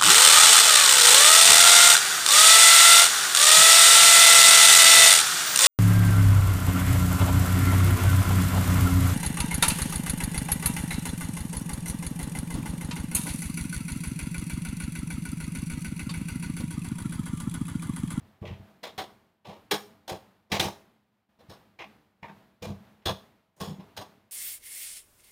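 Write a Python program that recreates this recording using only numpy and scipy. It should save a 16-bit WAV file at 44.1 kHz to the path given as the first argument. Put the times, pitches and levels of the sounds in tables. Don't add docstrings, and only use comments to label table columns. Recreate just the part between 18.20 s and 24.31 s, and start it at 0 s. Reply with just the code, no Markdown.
import sys
import numpy as np
from scipy import signal
from scipy.fft import rfft, irfft, next_fast_len
from scipy.io import wavfile
from scipy.ndimage import uniform_filter1d, minimum_filter1d, map_coordinates

SR = 44100
rng = np.random.default_rng(int(sys.argv[2]) if len(sys.argv) > 2 else 0)


def elevation(decibels):
    levels = np.asarray(decibels, float)
    return 10 ** (levels / 20)


def put_to_file(sound):
    columns = np.atleast_2d(sound).T
    safe = np.clip(columns, -1, 1)
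    whole_steps = np.round(safe * 32767)
    wavfile.write(sys.argv[1], SR, whole_steps.astype(np.int16))


N = 269451


def unit(x):
    return x / np.sqrt(np.mean(x ** 2) + 1e-20)


def along(points, hz):
    f, v = np.transpose(points)
    return np.interp(np.log(hz + 1), np.log(f + 1), v)


def filtered(x, response):
    m = next_fast_len(x.shape[-1] + 4096)
    spectrum = rfft(x, m) * response(np.fft.rfftfreq(m, 1 / SR))
    return irfft(spectrum, m)[..., :x.shape[-1]]


def resonance(f, hz, width):
    return 1j * f * width / (hz * hz - f * f + 1j * f * width)


def room(x):
    # f/Hz, t60/s
    decay = [(150, 0.23), (800, 0.35), (3000, 0.29), (12000, 0.38)]
    hz, t, z = signal.stft(rng.standard_normal(len(x)), SR, nperseg=256)
    z = z * elevation(-60 * t / along(decay, hz)[:, None])
    tail = signal.istft(z, SR, nperseg=256)[1]
    return signal.fftconvolve(x, tail / np.linalg.norm(tail))[:len(x)]


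def fan():
    # f/Hz, relative level/dB
    air_colour = [(18, -52.5), (40, -14), (100, 1), (194, -5), (300, -5), (600, -8.5), (800, -7.5),
                  (1600, -13.5), (4000, -21.5), (6000, -29.5), (9000, -32.5), (13500, -29), (15700, -34),
                  (16200, -68)]
    # f/Hz, resonance width/Hz, rms level/dB
    hum_lines = [(95, 3.5, -78.5), (206, 48, -63.5), (298, 3.3, -78), (650.4, 2.3, -72.5),
                 (770, 8.6, -82.5)]
    air = filtered(rng.standard_normal(N), lambda f: elevation(along(air_colour, f)))
    out = elevation(-60) * unit(air)
    for hz, width, db in hum_lines:
        hum = filtered(rng.standard_normal(N), lambda f: resonance(f, hz, width) ** 2)
        out = out + elevation(db) * unit(hum)
    return out


def thuds():
    # nominal t/s, relative level/dB, relative level of the upper modes/dB
    pushes = [(0.021, -32.5, -11), (0.133, -40, -23), (0.22, -20.5, -5), (0.267, -23.5, -34),
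              (0.31, -16.5, -10.5), (0.4, -28.5, -6.5), (0.631, -52.5, 10.5), (0.782, -29.5, -3.5),
              (1.28, -36.5, 8), (1.532, -34.5, 12), (1.917, -25, -2.5), (2.322, -15.5, -1),
              (2.394, -18, -3), (2.45, -20, 2), (3.189, -40.5, -27.5), (3.291, -30.5, -7.5),
              (3.599, -43, 1), (4.027, -35.5, 1), (4.099, -46, 11.5), (4.423, -27, 0.5), (4.47, -22.5, 0),
              (4.499, -18.5, -0.5), (4.556, -32.5, -24), (4.863, -14, -13), (4.9, -17, -3.5),
              (5.411, -24, 3), (5.479, -26, 5), (5.511, -40.5, 20.5), (5.586, -38, 11.5), (5.783, -30, -8)]
    # nominal f/Hz, relative level/dB, relative t60
    modes = [(60, -15.5, 1.3), (92.1, -1, 1.1), (126.4, -6, 1.2), (158, 0.5, 0.88), (196.2, 0.5, 1.39),
             (260, -9, 0.69), (337, -7, 0.5), (400, -20, 1.6)]
    t60_s = 0.144
    out, t = np.zeros(N + SR), np.arange(SR * 2 // 5) / SR
    hz, level_db, lasting = np.transpose(modes)[..., None]
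    rise = (1 - np.exp(-t / 0.0051)) ** 2
    for s, db, upper_db in pushes:
        detune = rng.normal(1, 0.02, hz.shape)
        phase = rng.uniform(0, 2 * np.pi, hz.shape)
        mode_db = db - 9 + level_db + (upper_db - 0.5) * (hz > 140)
        size = elevation(mode_db - 60 * t / (t60_s * lasting))
        swings = size * np.sin(2 * np.pi * hz * detune * t + phase)
        thud = rise * np.sum(swings, axis=0)
        out[round((s - .006) * SR):][:len(t)] += thud + elevation(-18.5) * room(thud)
    return out[:N]


def pings():
    # t/s, f/Hz, nominal level/dB
    notes = [(.2259, 345, -40.5), (.2525, 845, -55), (.632, 766, -49), (.7787, 758.5, -32),
             (1.268, 745, -47.5), (1.512, 417.4, -25.5), (1.512, 828, -33.5), (1.512, 1664, -34),
             (1.885, 762, -37), (2.3181, 845, -37), (2.3973, 770, -31.5), (3.5901, 2110, -46.5),
             (3.849, 192.7, -60), (3.931, 194.8, -58), (4.029, 923, -42.5), (4.0795, 907, -48),
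             (4.4225, 490, -38), (4.425, 2406, -49), (4.602, 194.6, -44), (4.8567, 345, -32.5),
             (5.14, 197, -57), (5.4025, 1085, -37), (5.4119, 410, -39), (5.7671, 845, -43)]
    t60_s, rise_s = 0.22, 0.0071
    drop_s, ring_share = 0.049, .35
    out, t = np.zeros(N + SR), np.arange(SR * 2 // 5) / SR
    strength = ring_share + 1 / (1 + (t / drop_s) ** 6)
    shape = elevation(-60 * t / t60_s) * strength * (1 - np.exp(-t / rise_s))
    for s, hz, db in notes:
        ping = elevation(db) * shape * np.sin(2 * np.pi * hz * t)
        out[round(s * SR):][:len(t)] += ping + elevation(-10.0) * room(ping)
    return out[:N]


def contact_noise(t):
    sizes = elevation(4 * np.clip(rng.standard_normal(len(t)), -2, 2))
    knocks = elevation(2.2 * map_coordinates(rng.standard_normal(100), [200 * t]))
    return rng.standard_normal(len(t)) * sizes * knocks


def housing():
    # nominal f/Hz, width/Hz, nominal level/dB
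    modes = [(345, 30, -3.5), (410, 3.3, 10.5), (490, 34, 2.5), (570, 90, -6), (631.3, 6.3, -2),
             (733, 24, 5.5), (845, 48, -7), (880, 6, -13.5), (930, 150, -15.5), (1064, 39, 11.5),
             (1430, 240, 8.5), (2110, 570, 10), (2465, 20, -6.5), (2806, 20, -4), (3376, 280, 0),
             (3586, 54, 6.5), (4072, 130, -7.5), (4220, 60, -13.5), (4100, 75, -22), (4600, 150, -20),
             (5300, 170, -4), (5260, 110, -6), (6400, 170, -11), (6767, 200, -8)]
    # f/Hz, relative level/dB
    crack = [(120, -34), (200, 7), (806, 10), (1300, 2), (3900, -10), (5330, -14.5), (5840, -20),
             (6760, -47), (7830, -18.5), (9060, -13.5), (11500, -22), (13000, -15.5), (15200, -18),
             (16000, -40.5)]
    hz, width, level_db = np.transpose(modes)[..., None]
    level_db = level_db + rng.normal(0, 2.2, hz.shape)
    hz = hz * rng.normal(1, .006, hz.shape)
    signs = (-1) ** np.arange(len(hz))[:, None]

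    def response(f):
        ringing = np.sum(signs * elevation(level_db) * resonance(f, hz, width), axis=0)
        return ringing + .5 * elevation(along(crack, f) + 10.5)
    return response


def clank(t, db, large_db, contact_hz, drop_ms):
    octaves = np.log2(contact_hz / 3800)
    force_db = db + 32
    small_db = 0.7 * large_db - 5.5 * octaves
    screw_db = -7.5 + 0.36 * large_db - 4.5 * octaves
    sparkle_db = -15 + .05 * force_db + 21 * octaves
    blow_db = 3.5 + 0.18 * force_db

    stop = 1 / (1 + (1000 * t / drop_ms) ** 6)
    blow = elevation(blow_db - 60 * t / 0.039)
    swell = elevation(-80 * t) * stop * (1 - np.exp(-t / 0.0056))
    sharp = (elevation(-130 * t) * stop + blow) * (1 - np.exp(-t / 0.0033))
    bright = (elevation(-150 * t) * stop + blow) * (1 - np.exp(-t / 0.0029))

    # (Hz, dB)
    panels = [(200, -27.5), (300, large_db - 1.5), (620, large_db),
              (720, small_db - 2.5), (1150, small_db), (1400, -23)]
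    metal = [(1300, -27.5), (1650, screw_db - 4.0), (2600, screw_db + 3.0), (3100, -9),
             (5500, -6.5), (6000, -3.5), (7500, -17.5), (9000, -53.5)]
    sparkle = [(4000, -55), (6000, sparkle_db + 4.5)]
    colour = housing()

    def response(f):
        nearby = 1 + elevation(5) * resonance(f, contact_hz, .35 * contact_hz)
        bands = elevation([along(band, f) for band in (panels, metal, sparkle)])
        return colour(f) * nearby * bands

    bursts = np.array([swell, sharp, bright]) * contact_noise(t)
    return elevation(db - 4.5) * filtered(bursts, response).sum(axis=0)


def clanks():
    # nominal t/s, relative level/dB, relative ring of the large panels/dB,
    # centre of the metal contact f/Hz, time until the level drops steeply/ms
    jerks = [(0.2239, -56.5, 18.5, 3400, 115), (0.2532, -41, -11.5, 3000, 130), (.632, -30, -8, 3900, 71),
             (0.7793, -25, -8.5, 4000, 58.5), (1.246, -46.5, 0.5, 3600, 26), (1.268, -41.5, 2, 3880, 122),
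             (1.511, -15, -9, 4550, 52), (1.8795, -29.5, -6.5, 4560, 46), (1.894, -32, 2, 4700, 71),
             (2.3005, -49, 8, 4500, 280), (2.318, -19.5, -6, 3940, 61), (2.3965, -10, -8, 3660, 9.3),
             (2.404, -19, -7, 4500, 87), (3.1877, -51, 2, 4200, 48), (3.2957, -40, -5, 4500, 72),
             (3.5899, -36, -8.5, 2460, 69), (4.029, -41.5, -0.5, 2170, 43), (4.0812, -48, -5.5, 1640, 39),
             (4.423, -33.5, -2.5, 4470, 114), (4.817, -51.5, -7.5, 2300, 28.3),
             (4.8561, -16.5, -9, 3890, 61.4), (5.3643, -50, 2, 6400, 47), (5.4023, -32, -1.5, 4640, 52),
             (5.4119, -31, -8, 4900, 133), (5.595, -52.5, 3.5, 3500, 44), (5.7669, -28.5, -6.5, 4440, 70)]
    out, t = np.zeros(N + SR), np.arange(SR * 2 // 5) / SR
    for s, db, large_db, contact_hz, drop_ms in jerks:
        hit = clank(t, db, large_db, contact_hz, drop_ms)
        out[round((s - .0015) * SR):][:len(t)] += hit + elevation(-10.0) * room(hit)
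    return out[:N]


def scene():
    return (clanks() + pings() + thuds() + fan())[None]


def suppressor(x, threshold_db=-50, steepness=3, depth_db=22, closing_db=60, hold_ms=60):
    power = np.abs(uniform_filter1d(x ** 2, round(0.01 * SR)))
    level_db = 10 * np.log10(power + 1e-12)
    wanted_db = np.clip(steepness * (level_db - threshold_db), -depth_db, 0)
    hold = round(hold_ms * SR / 1000)
    held_db = -minimum_filter1d(-wanted_db, hold, origin=(hold - 1) // 2)
    ramp_db = closing_db * np.arange(len(x)) / SR
    closing_gain_db = np.maximum.accumulate(held_db + ramp_db) - ramp_db
    gain_db = np.maximum(closing_gain_db, -depth_db)
    return x * elevation(uniform_filter1d(gain_db, round(.008 * SR)))


def top_cut(x):
    return signal.sosfilt(signal.butter(12, 16820, fs=SR, output="sos"), x)


def record(dry):
    mix = suppressor(dry[0])[None]
    return top_cut(mix)


dry = scene()
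out = record(dry)
put_to_file(out)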